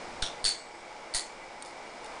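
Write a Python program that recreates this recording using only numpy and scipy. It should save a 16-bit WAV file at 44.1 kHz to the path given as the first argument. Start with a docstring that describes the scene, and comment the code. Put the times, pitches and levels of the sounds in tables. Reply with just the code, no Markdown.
"""In a small, bare room, a butterfly knife is flipped: three sharp clacks, then a few light ticks.
Each clack is a quick run of hits between handle and blade. The steel rings briefly and the walls
throw the sound back. Each hard clack also jolts the microphone into a soft, low thump.
A steady, fan-like hiss with faint tones fills the room, over a faint rumble at the start."""
import sys
import numpy as np
from scipy import signal
from scipy.fft import rfft, irfft, next_fast_len
from scipy.io import wavfile

SR = 44100
rng = np.random.default_rng(int(sys.argv[2]) if len(sys.argv) > 2 else 0)


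def pcm_store(signal):
    """Save signal as 16-bit PCM."""
    levels = np.round(np.clip(np.atleast_2d(signal), -1, 1) * 32767)
    wavfile.write(sys.argv[1], SR, levels.astype(np.int16).T)


N = 97020
T = np.arange(N) / SR
FFT_SIZE = next_fast_len(2 * N)
FREQS = np.maximum(np.arange(FFT_SIZE // 2 + 1) * SR / FFT_SIZE, 1)
CUTOFF_HZ = 10150

# The tone of the hiss and of the rumble. Each row: frequency in Hz, relative level in dB.
HISS_TONE = [(20, -1.5), (65, -15.5), (130, -11.5), (250, -5), (390, -3), (490, 1), (740, 2), (840, 4),
             (1050, -2.5), (1500, -5.5), (1880, -9), (2020, -5), (2350, -5.5), (2600, -13), (4300, -15),
             (5200, -13), (6100, -19), (8000, -21), (10000, -26)]
RUMBLE_TONE = [(20, 2), (50, -5), (100, -11.5), (180, -8.5), (300, -6), (600, -19), (2000, -63)]
# How loud each is over time. Each row: time in seconds, level in dB.
HISS_LEVELS = [(0, -42), (.24, -43), (.38, -43.5), (.6, -47.5), (.9, -46), (1.2, -45.5), (1.47, -46.5),
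               (1.8, -45), (2.0, -44.5), (2.14, -42.5), (2.2, -43.5)]
RUMBLE_LEVELS = [(0, -56), (.2, -52), (.42, -63), (.55, -74.5), (2.2, -82)]
# Faint tones in the hiss. Each row: pitch in Hz, level in dB.
FAINT_TONES = [(344, -64), (841, -58.5), (941, -63.5), (2020, -63.5), (2224, -63.5), (2293, -63.5),
               (2348, -68), (2834, -69.5)]
# Handle and blade meet. Each row: start in seconds, level in dB, grip name, then how much louder
# than the crack the handle, blade, pin, latch and room are, in dB.
HITS = [ (0.2222, -7, "glancing", -14, -11, -18, -26, -7), (0.2252, -6, "dull", -9.5, -27.5, -16.5, -26, 3),
        (0.4423, -8.5, "glancing", -17, 1, -1, -6, 7), (0.4518, -2.5, "ringing", -18, 1, -13, -18, 2.5),
        (0.4798, -14, "ringing", -18, 2.5, -12, -15, 1), (0.4890, -11, "ringing", -23, 4, -12, -16, 0.5),
        (1.1391, -13.5, "glancing", -21, -0.5, -3, -4, 4),
        (1.1470, -3.5, "bright", -13.5, -12, -21, -14.5, 5.5),
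        (1.6238, -20, "bright", -9, -5.5, 1.5, -22, -21),
        (1.6492, -25.5, "bright", -18, -10, -19, -22, 0.5), (1.6594, -24, "bright", -9, -12, -16, -28, -1),
        (2.0440, -26.5, "bright", -8, -11, -18, -6, -8), (2.0610, -29.5, "bright", 1, -12, -16, -13, -14), ]
# The tone of a hit for each grip. Each row: frequency in Hz, relative level in dB.
GRIP_TONES = { "glancing": [(150, -44), (900, -25), (2000, -13), (3000, -7), (3700, -4), (4150, 10.5),
              (4600, 2), (5200, 2), (5700, -9), (6500, -6.5), (7500, -7), (8600, -2), (10000, -17)],
              "dull": [(150, -18.5), (700, -18), (1100, -11.5), (1500, -3), (1900, -16), (2500, -12),
              (3100, -5), (3550, 3), (4200, -2.5), (4900, -14), (5500, -1.5), (6400, -9.5), (7400, -15),
              (8600, -10), (10000, -18)], "ringing": [(150, -46), (800, -19), (1150, -8), (1550, -1.5),
              (2300, -7), (3000, -7.5), (3500, 5), (3850, -5), (4400, 9.5), (5400, -0.5), (5850, -2),
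              (6400, 3.5), (7700, 2), (8700, 1), (9200, -8), (10000, -10)], "bright": [(150, -39),
              (500, -13), (740, 6), (1050, -7.5), (1400, -8), (1700, -9), (1960, 4.5), (2250, -8.5),
              (2650, -19), (3400, -3.5), (4500, 6.5), (5100, 3), (5700, -5.5), (6600, 2), (7700, 1.5),
              (8700, 1.5), (10000, 0.5)], }
# The notes each steel part rings at. Each row: pitch in Hz, relative level in dB, fade time in seconds.
HANDLE_NOTES = [(3352, -5.5, 0.032), (3670, 12, 0.017), (3490, -12, 0.21), (3940, -14, 0.079)]
BLADE_NOTES = [(4180, -12, .035), (4150, -16, .04), (4442, -2.5, .05), (4497, 13, 0.052), (4700, -8, .03)]
PIN_NOTES = [(8660, 9, 0.021)]
LATCH_NOTES = [(9390, 0, 0.032)]
# How long the room echoes. Each row: frequency in Hz, fade time in seconds.
ROOM_FADES = [(500, 0.28), (2000, 0.34), (4400, 0.29), (7000, 0.33), (10000, 0.2)]
# Strong echoes off near walls. 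Each row: delay in seconds, level in dB against all the small echoes.
WALL_ECHOES = [(.0095, -11.5), (.0205, -10.5), (.0285, -13), (.0385, -14), (.0485, -12.5), (.061, -16)]
# Jolts to the microphone. Each row: start in seconds, strength in dB, rise and hold in seconds.
JOLTS = [(0.226, -26, 0.001, 0.0034), (.4425, -33.5, 0.0013, .014), (1.148, -35, 0.0022, .008)]
# The blade's lasting notes. Each row: pitch in Hz, blur in Hz, level in dB, fade time in seconds.
SINGING_NOTES = [(4486, 60, -36, 0.39), (8000, 20, -49, 1)]


def from_db(db):
    """Turn decibels into a number to multiply by."""
    return 10 ** (np.asarray(db) / 20)


def unit(x):
    """Scale a sound to an energy of one."""
    return x / np.sqrt(np.sum(x ** 2) + 1e-20)


def fade(t, fade_s):
    """Die away by 60 dB in each fade time."""
    return np.exp(-np.log(1000) * t / fade_s)


def add(out, start_s, sound):
    """Mix a sound in at its start time."""
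    start = int(start_s * SR)
    out[start:start + len(sound)] += sound[:N - start]


def colour(x, tone):
    """Give a sound the tone in a table, falling away above the cutoff."""
    hz, levels = np.transpose(tone)
    db = np.interp(np.log(FREQS), np.log(hz), levels)
    db -= 60 * np.log2(np.maximum(FREQS / CUTOFF_HZ, 1))
    # Fold the filter forward in time, so nothing sounds before a hit.
    cepstrum = irfft(np.log(from_db(db)), FFT_SIZE)
    cepstrum[1:FFT_SIZE // 2] *= 2
    cepstrum[FFT_SIZE // 2 + 1:] = 0
    return irfft(rfft(x, FFT_SIZE) * np.exp(rfft(cepstrum)), FFT_SIZE)[:len(x)]


def shaped_noise(tone, levels):
    """Noise with a set tone and a slowly changing level."""
    noise = np.sqrt(N) * unit(colour(rng.standard_normal(FFT_SIZE), tone)[-N:])
    return noise * from_db(np.interp(T, *np.transpose(levels)))


def wavering(hz, blur_hz):
    """A thin slice of noise, heard as one wavering note."""
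    white = rfft(rng.standard_normal(FFT_SIZE))
    thin_slice = white / (1 + ((FREQS - hz) / blur_hz) ** 2)
    return np.sqrt(N) * unit(irfft(thin_slice, FFT_SIZE)[:N])


def room_hiss():
    """A smooth hiss slowly sinks and swells, with faint tones in it."""
    hiss = shaped_noise(HISS_TONE, HISS_LEVELS)
    return hiss + sum(from_db(db) * wavering(hz, blur_hz=10) for hz, db in FAINT_TONES)


def swing_rumble():
    """A faint, low rumble while the knife swings."""
    return shaped_noise(RUMBLE_TONE, RUMBLE_LEVELS)


def knife_hits():
    """Each hit makes a gritty crack and rings four steel parts, heard directly and off the walls."""
    out, t = np.zeros(N), T[:SR // 2]
    tap = 1.0 * (t == 0)
    clicks = {grip: colour(tap, tone) for grip, tone in GRIP_TONES.items()}
    rings = [steel_ring(notes, t) for notes in (HANDLE_NOTES, BLADE_NOTES, PIN_NOTES, LATCH_NOTES)]
    grit_db, rise_s = 8, 0.0006  # the steel grinds briefly within each hit
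    grinding = fade(t, fade_s=0.018) * np.minimum(t / rise_s, 1)
    for start_s, db, grip, *ring_db, room_db in HITS:
        force = tap + from_db(grit_db) * unit(rng.standard_normal(len(t)) * grinding)
        crack = unit(signal.fftconvolve(force, clicks[grip])[:len(t)])
        add(out, start_s, from_db(db) * (crack + from_db(ring_db) @ rings))
        room = room_echoes(t)
        for part, part_db in zip([clicks[grip]] + rings, [0] + ring_db):
            echo = unit(signal.fftconvolve(part, room)[:len(t)])
            add(out, start_s, from_db(db + part_db + room_db) * echo)
    return out


def steel_ring(notes, t):
    """Struck steel rings at a few pure notes, each fading at its own pace."""
    return unit(sum(from_db(db) * np.sin(2 * np.pi * hz * t) * fade(t, fade_s)
                    for hz, db, fade_s in notes))


def room_echoes(t):
    """Near walls send back strong echoes; many small ones build and die, the highest sounds first."""
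    first_echo_s, build_s, hold_s, spread_db = 0.0029, 0.0029, 0.0096, 4.5
    small_echoes = rng.choice([-1, 1], len(t)) * from_db(spread_db * rng.standard_normal(len(t)))
    spectrum, hz = rfft(small_echoes), np.arange(len(t) // 2 + 1) * SR / len(t)
    centres_hz, fade_times = np.transpose(ROOM_FADES)
    tail = np.zeros(len(t))
    for share, fade_s in zip(np.eye(len(centres_hz)), fade_times):
        band = irfft(spectrum * np.interp(hz, centres_hz, share), len(t))
        tail += band * fade(np.maximum(t - hold_s, 0), fade_s)
    echoes = unit(tail * np.clip((t - first_echo_s) / build_s, 0, 1))
    for delay_s, db in WALL_ECHOES:
        add(echoes, delay_s, from_db([db]))
    return echoes


def microphone_jolts(settle_s=0.013):
    """A hard clack pushes the microphone off centre; it settles back with a low thump."""
    out = np.zeros(N)
    for start_s, db, rise_s, hold_s in JOLTS:
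        push = 1 - np.exp(-2 * T / rise_s)
        settle = np.exp(-np.maximum(T - hold_s, 0) / settle_s)
        add(out, start_s, from_db(db) * push * settle)
    return out


def blade_song(start_s=0.452, free_for_s=0.41):
    """The hardest clack frees the blade. It sings on, blurred by its swing, until the hand stops it."""
    out = np.zeros(N)
    hand_closing = fade(np.maximum(T - free_for_s, 0), fade_s=0.25)
    for hz, blur_hz, db, fade_s in SINGING_NOTES:
        add(out, start_s, from_db(db) * wavering(hz, blur_hz) * fade(T, fade_s) * hand_closing)
    return out


def scene():
    """Add all the sounds into one channel."""
    return (room_hiss() + swing_rumble() + knife_hits() + microphone_jolts() + blade_song())[None]


def record(dry):
    """Cut the very highest sounds off steeply."""
    return signal.sosfilt(signal.ellip(12, .2, 70, CUTOFF_HZ - 100, fs=SR, output="sos"), dry)


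dry = scene()
out = record(dry)
pcm_store(out)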